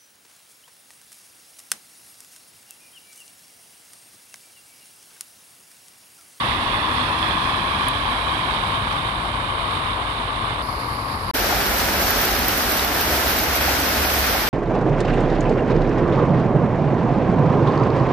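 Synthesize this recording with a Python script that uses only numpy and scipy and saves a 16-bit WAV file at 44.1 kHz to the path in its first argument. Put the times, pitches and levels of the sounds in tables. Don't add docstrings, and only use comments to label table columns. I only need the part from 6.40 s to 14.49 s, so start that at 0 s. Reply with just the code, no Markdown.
import sys
import numpy as np
from scipy import signal
from scipy.fft import rfft, irfft
from scipy.io import wavfile
from scipy.ndimage import uniform_filter1d

SR = 44100
rng = np.random.default_rng(int(sys.argv[2]) if len(sys.argv) > 2 else 0)


def to_wav(s):
    ch = np.atleast_2d(s).T
    pcm = np.round(np.clip(ch, -1, 1) * 32767)
    wavfile.write(sys.argv[1], SR, pcm.astype(np.int16))


def how_loud(loudness_db):
    steps = np.asarray(loudness_db, float) / 20
    return 10 ** steps


N = 356769

# (time [s], level [dB])
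FLOW = [
    [(0.02, 4.5), (0.6, 5), (1.3, 4.5), (2.0, 3), (2.55, 0.5), (2.8, -2.5), (3.5, -1.5), (4.222, -3.5)],
    [(4.223, -5), (4.65, -3.3), (4.86, -6.5)],
    [(5.0, -0.7), (5.1, 1), (5.3, -1.2), (5.8, -0.1), (6.3, -1.2), (7.25, -0.1), (8.07, -0.2)],
]
# (start [s], end [s], rise [s], fall [s], right port lag [samples])
VIEWS = [
    (-1.5, 3.0, 1.5, 1.5, 7),
    (1.5, 4.2225, 1.5, .001, 7),
    (4.2215, 4.9125, .001, .0004, 7),
    (4.9355, 8.1, .012, .001, 2),
]
# (frequency [Hz], road [0-1], gutter [0-1])
LIKENESS = [(60, .99, .97), (250, .96, .86), (650, .92, .7), (1100, .62, .2), (1600, .62, .2),
            (2600, .47, .25), (4000, .12, .08)]
# (time [s], delay [ms], strength [0-1])
GROUND = [(0, 1.06, 0.18), (0.5, 1.14, 0.22), (1.3, 1.25, 0.3), (2.2, 1.3, 0.25), (4.2, 1.36, 0.14),
          (4.9, 1.3, 0.12), (5, 1.3, 0.03)]
# (frequency [Hz], share [0-1])
FOLLOWS = [(90, 0.05), (900, 0.51), (3000, 0.83), (10000, 0.44)]
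# (frequency [Hz], level [dB per Hz])
ROAD_BASS = [(20, -93), (32, -57), (48, -53.5), (105, -53), (175, -62), (250, -59)]
GUTTER_BASS = [(20, -77), (32, -60), (42, -49), (75, -50.5), (115, -57.5), (165, -59), (260, -54)]
# (frequency [Hz], level [dB per Hz])
BLOCKED_LEFT = [(330, -62), (480, -61.5), (810, -56.5), (1000, -48.5), (1110, -45.5), (1470, -61),
                (3170, -94), (3450, -184), (4550, -111.3), (6910, -118.0), (11410, -109.8), (15500, -118.0)]
WET_RIGHT = [(330, -59.5), (540, -67.5), (870, -61.5), (1420, -60), (1650, -58.5), (3000, -62.5),
             (3450, -57), (4000, -64.5), (6360, -85.5), (6910, -85.5), (10210, -78), (12410, -89),
             (13120, -99.1), (15070, -103.4), (15500, -118.0)]
TURNED_RIGHT = [(330, -59.5), (480, -64), (750, -60.5), (1010, -64), (1270, -61.5), (1470, -57.5),
                (2780, -60.5), (3650, -57), (6020, -86.5), (7310, -84.5), (8400, -79.5), (10210, -77),
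                (12410, -92), (15500, -118.0)]
FILM_RIGHT = [(330, -62), (1220, -63.5), (1530, -59.5), (1840, -60.5), (2060, -60.5), (3170, -67.5),
              (4820, -62.5), (5380, -76), (6360, -83.5), (9390, -81), (11100, -70.5), (14260, -96),
              (14660, -118.0), (15500, -118.0)]
OPEN_LEFT = [(330, -54.5), (410, -55.5), (700, -52.5), (1090, -56), (1470, -55), (3750, -62), (5850, -61.5),
             (7310, -70.5), (12410, -73.5), (14660, -79.5), (15070, -81.8), (15500, -68)]
OPEN_RIGHT = [(330, -55), (520, -57.5), (720, -53.5), (940, -56), (1650, -54), (2780, -61.5), (4680, -62),
              (5380, -63.5), (7310, -68), (9930, -70), (12070, -58), (13870, -62.5), (15450, -62.5),
              (15750, -90)]
LEFT_TRIM_DB = [-1.4, 0.055, -0.38, 0.14]
# (time [s], peak level [dB], frequency [Hz])
ROAD_DROPS = [
    (0.7871, -33, 9500),
    (0.8854, -35, 9000),
    (1.484, -15, 9850),
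    (2.3825, -41, 11000),
    (4.2213, -34, 9850),
]
GUTTER_DROPS = [(5.2632, -17, 13000), (5.3825, -17, 11900), (5.6174, -17, 12900), (5.7057, -11, 12400),
                (5.8145, -11, 14100), (5.8529, -12, 13500), (5.9901, -15, 12700), (6.0824, -7, 13600),
                (6.1752, -11, 14200), (6.2924, -20, 13700), (6.3193, -18.5, 12100), (6.3752, -16, 13400),
                (6.4465, -15, 13600), (6.6112, -12, 13800), (6.8791, -17, 12600), (6.896, -16, 14000),
                (6.9873, -13, 12800), (7.0357, -15, 12600), (7.156, -15, 12800), (7.2208, -20, 13100),
                (7.3989, -19, 12100), (7.4892, -19, 12100), (7.7391, -15, 12900), (7.789, -16, 13000)]
# (time [s], peak level [dB], frequency [Hz],
# left minus right [dB])
SPLASHES = [
    (5.124, -10.5, 800, 6),
    (5.749, -16, 1050, -9),
    (6.443, -12.5, 790, 1.5),
    (7.279, -10, 771, -7),
    (5.62, -17, 750, 0),
    (7.95, -15, 790, 0),
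            (0.1164, -11, 2010, -19),
    (0.828, -6, 3420, -41),
    (1.0395, -26, 3300, -22),
    (1.8682, -15, 1650, -17),
    (1.9535, -12, 3130, -24),
    (3.5325, -11, 3700, -37),
]
PLINKS = [
    (2.5283, -30, 5900, -30),
    (6.393, -17, 3900, 1),
    (6.869, -21, 3760, 0),
]
# (start [s], length [s], first frequency [Hz], last frequency [Hz], level [dB])
MOTORS = [(0.1, 0.86, 238, 253, -44), (0.298, 0.85, 307, 326.6, -43.5), (0.3, 0.78, 98, 93.6, -39.5),
          (0.65, 0.87, 190, 204, -46), (1.3, 0.64, 47, 55.9, -39), (1.8, 1.16, 150.3, 167.2, -43.5),
          (2.152, 0.94, 46.6, 54.5, -39), (2.395, 2.6, 101, 128, -43.5), (3.397, 1.1, 45, 55.3, -40),
          (4.8, 1.5, 198.4, 196, -41), (4.9, 1.2, 46.8, 45.6, -36.5), (5.4, 0.38, 64.2, 67.6, -32.5),
          (6.296, 0.6, 60.9, 67.8, -34), (6.845, 1.15, 68.6, 66.5, -33), (6.8, 1.45, 195.6, 197, -45.5),
          (7.45, 0.57, 83, 78.3, -44)]

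GUTTER_START_S = VIEWS[-1][0]
MOTOR_FADE_S = 0.12
RIGHT_VENT_HZ, SELF_NOISE_DB = 32, -59


def water(grain_share, bubble_share, patchy_db, surge_db):
    swell_db, = in_time(np.vstack(FLOW))
    gutter = np.arange(N) / SR > GUTTER_START_S
    grain = np.clip(grain_share, 0, 1)
    rain = np.array([impacts(per_s=2500, spread_db=3.5), impacts(per_s=3800, spread_db=12.5)])
    white = np.sqrt(1 - grain) * rng.standard_normal((2, 2, N)) + np.sqrt(grain) * rain
    pops = impacts(per_s=1500, spread_db=4)
    dealt = rng.integers(0, 20, N)
    surge = drift(4.0) + 0.8 * drift(14.0)
    edges = 15 * 2 ** np.arange(0, 10.1, 0.5)
    out = 0
    for k, (low, high) in enumerate(zip(edges, np.r_[edges[1:-1], 17500])):
        band = signal.butter(2, [low, high], "band", fs=SR, output="sos")
        mid, side = signal.sosfilt(band, white[k % 2])
        hz = np.sqrt(low * high)
        if 400 < hz < 5000:
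            bubbles = rms_one(ring(pops * (dealt == k), hz * rng.uniform(0.87, 0.98), 5.1 / hz))
            mid = np.sqrt(1 - bubble_share) * mid + np.sqrt(bubble_share) * np.std(mid) * bubbles
        alike = np.where(gutter, at_hz(LIKENESS, hz, order=2), at_hz(LIKENESS, hz))
        alike = np.clip(alike, 0, 1)
        bright = np.clip(np.log2(hz / 250) / 4, 0, 1)
        flicker_db = bright * (surge_db * surge + patchy_db * drift(30.0))
        gain = how_loud(at_hz(FOLLOWS, hz) * swell_db + flicker_db)
        stereo = np.sqrt((1 + alike) / 2) * mid + np.sqrt((1 - alike) / 2) * side * [[1], [-1]]
        out = out + gain * stereo
    return out


def impacts(per_s, spread_db):
    sizes = how_loud(spread_db * np.minimum(rng.exponential(1, N), 3)) * rng.choice([-1, 1], N)
    return rms_one(sizes * (rng.random(N) < per_s / SR))


def ground_echo(x):
    delay_ms, strength = in_time(GROUND)
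    late = [np.interp(np.arange(N) - delay_ms * SR / 1000, np.arange(N), c) for c in x]
    return (x + strength * np.array(late) * [[0.1], [1]]) / np.sqrt(1 + strength ** 2)


def ports(wash):
    t, out = np.arange(N) / SR, np.zeros((2, N))
    road = [(ROAD_BASS, BLOCKED_LEFT, right) for right in (WET_RIGHT, TURNED_RIGHT, FILM_RIGHT)]
    colours = road + [(GUTTER_BASS, OPEN_LEFT, OPEN_RIGHT)]
    vented = signal.lfilter(*signal.butter(1, RIGHT_VENT_HZ, "high", fs=SR), wash[1])
    for view, (bass, left, right), trim_db in zip(VIEWS, colours, LEFT_TRIM_DB):
        start, end, rise, fall, lag = view
        part = slice(max(round((start - 0.2) * SR), 0), round(end * SR))
        gate = np.clip((t[part] - start) / rise, 0, 1) * np.clip((end - t[part]) / fall, 0, 1)
        trimmed = [(hz, db + trim_db) for hz, db in left]
        out[0, part] += gate * colour(wash[0, part], bass + trimmed)
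        out[1, part] += gate * np.roll(colour(vented[part], bass + right), lag)
    return out


def drops(events, t60, thud_db, bounce_db, left_db):
    out, click = np.zeros(N + 900), np.zeros(900)
    click[0] = 1
    click[round(0.0011 * SR)] = how_loud(bounce_db)
    thud = how_loud(thud_db) * ring(click, 1500, 0.0022)
    for s, db, hz in events:
        tick = 0.64 * ring(ring(click, hz, t60), hz * 1.07, t60)
        at = round((s + 0.001) * SR)
        out[at:at + 900] += how_loud(db) * (tick + thud)
    return out[:N] * how_loud([[left_db], [0]])


def splashes(events, cycles):
    out, t = np.zeros((2, N + 900)), np.arange(900) / SR
    for s, db, hz, pan_db in events:
        age = t * hz / cycles
        swell = age * np.exp(1 - age)
        bubble = how_loud(db) * swell * np.sin(2 * np.pi * hz * t * (0.96 + 0.0088 * age))
        at = round(s * SR)
        out[:, at:at + 900] += bubble * how_loud([[min(pan_db, 0)], [min(-pan_db, 0)]])
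    return out[:, :N]


def motor(start, length, first_hz, last_hz, level_db, wobble_db):
    t = np.arange(N) / SR - start
    on = np.clip(np.minimum(t, length - t) / MOTOR_FADE_S, 0, 1)
    hz = np.interp(t, [0, length], [first_hz, last_hz])
    level = np.sqrt(2) * how_loud(level_db + wobble_db * drift(3.9))
    return on * level * np.sin(2 * np.pi * np.cumsum(hz) / SR)


def capsule_hiss():
    return how_loud(SELF_NOISE_DB) * rng.standard_normal(N) * [[0], [1]]


def scene_change():
    t = np.arange(N) / SR
    return (t > VIEWS[2][1]) & (t < VIEWS[3][0])


def rms_one(x):
    return x / np.sqrt(np.mean(x ** 2) + 1e-20)


def in_time(rows):
    s, *columns = np.transpose(rows)
    return [np.interp(np.arange(N) / SR, s, c) for c in columns]


def at_hz(points, hz, order=1):
    points = np.array(points)
    return np.interp(np.log(hz), np.log(points[:, 0]), points[:, order])


def drift(rate):
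    r = np.exp(-80 * np.pi * rate / SR)
    noise = rng.standard_normal(N // 40 + 2002)
    slow = signal.lfilter([1], [1, -2 * r, r * r], noise)[2000:]
    return np.interp(np.arange(N) / 40, np.arange(len(slow)), rms_one(slow))


def ring(clicks, hz, t60):
    r, w = how_loud(-60 / (t60 * SR)), 2 * np.pi * hz / SR
    return signal.lfilter([0, np.sin(w)], [1, -2 * r * np.cos(w), r * r], clicks + 1e-18)


def colour(x, spectrum):
    size = 8192
    hz = np.maximum(np.arange(size // 2 + 1) * SR / size, 1)
    skirt_db = 12 * np.log2(np.minimum(hz / 20, 1))
    cepstrum = irfft(np.log(how_loud(at_hz(spectrum, hz) + skirt_db) * np.sqrt(SR / 2)))
    cepstrum[1:size // 2] *= 2
    cepstrum[size // 2 + 1:] = 0
    return signal.oaconvolve(x, irfft(np.exp(rfft(cepstrum))))[:len(x)]


def scene():
    wash = ground_echo(water(grain_share=0.078, bubble_share=0.11, patchy_db=0.63, surge_db=0.54))
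    ticks = drops(ROAD_DROPS, t60=0.0012, thud_db=-5, bounce_db=-24, left_db=-60)
    ticks += drops(GUTTER_DROPS, t60=0.0017, thud_db=-14, bounce_db=-8, left_db=-22)
    bubbles = how_loud(-4) * (splashes(SPLASHES, cycles=2) + splashes(PLINKS, cycles=7))
    hum = sum(motor(*row, wobble_db=1.0) for row in MOTORS) * ~scene_change()
    return ports(wash) + how_loud(6) * ticks + bubbles + hum + capsule_hiss()


def thin_treble(x, road_db, gutter_db, wobble_db, scatter_db, thin, from_hz):
    lead = 364
    frames = dict(nperseg=2048, noverlap=1024, window="cosine", scaling="psd")
    hz, s, lines = signal.stft(np.pad(x, ((0, 0), (lead, 0))), SR, **frames)
    s = s - lead / SR
    hz_column = hz[:, None]
    road = s < GUTTER_START_S
    power = 2 * abs(lines) ** 2
    cell = uniform_filter1d(power, size=8, axis=1)[:, ::8]
    cell_lines = cell.repeat(8, axis=1)[:, :len(hz)]

    luck = rng.standard_normal(cell.shape[1:]) + 0.5 * rng.standard_normal(len(s))
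    luck = uniform_filter1d(luck, size=3, axis=1)
    limit_db = np.where(road, np.reshape(road_db, (2, 1, 1)), np.reshape(gutter_db, (2, 1, 1)))
    wobble = np.interp(s, np.arange(N) / SR, drift(6.0))
    limit_db = limit_db + wobble_db * wobble + scatter_db * luck
    limit_db = limit_db - 5 * (hz[::8, None] > 13600) * road

    dropped = (cell < how_loud(2 * limit_db)).repeat(8, axis=1)[:, :len(hz)] & (hz_column > from_hz)
    weak = (power < thin * cell_lines) & (hz_column > 5500)
    loud_drops = [row[0] for row in ROAD_DROPS + GUTTER_DROPS if row[1] > -18]
    hits = np.array(loud_drops + [GUTTER_START_S])
    calm = np.min(abs(s[:, None] - hits), axis=1) > 0.02
    lines[(dropped | weak) & calm] = 0

    unlucky = (luck > 0.62).repeat(8, axis=0)[:len(hz)]
    no_sum = unlucky & (hz_column > from_hz) & (hz_column < 10300) & ~road
    lines -= no_sum * lines.mean(axis=0)
    out = signal.istft(lines, SR, **frames)[1][:, lead:N + lead]
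    return out * np.where(scene_change(), 0.004, 1)


def band_limit(x):
    return signal.sosfilt(signal.butter(12, 16480, fs=SR, output="sos"), x)


def record(dry):
    low_pass = signal.cheby2(14, 60, 15950, fs=SR, output="sos")
    dull = signal.sosfilt(low_pass, np.clip(dry, -0.8, 0.8))
    mix = thin_treble(dull, road_db=[-113.5, -94.5], gutter_db=[-78.5, -75.3], wobble_db=0.6,
                      scatter_db=4.5, thin=0.45, from_hz=6300)
    return band_limit(mix)


dry = scene()
out = record(dry)
to_wav(out)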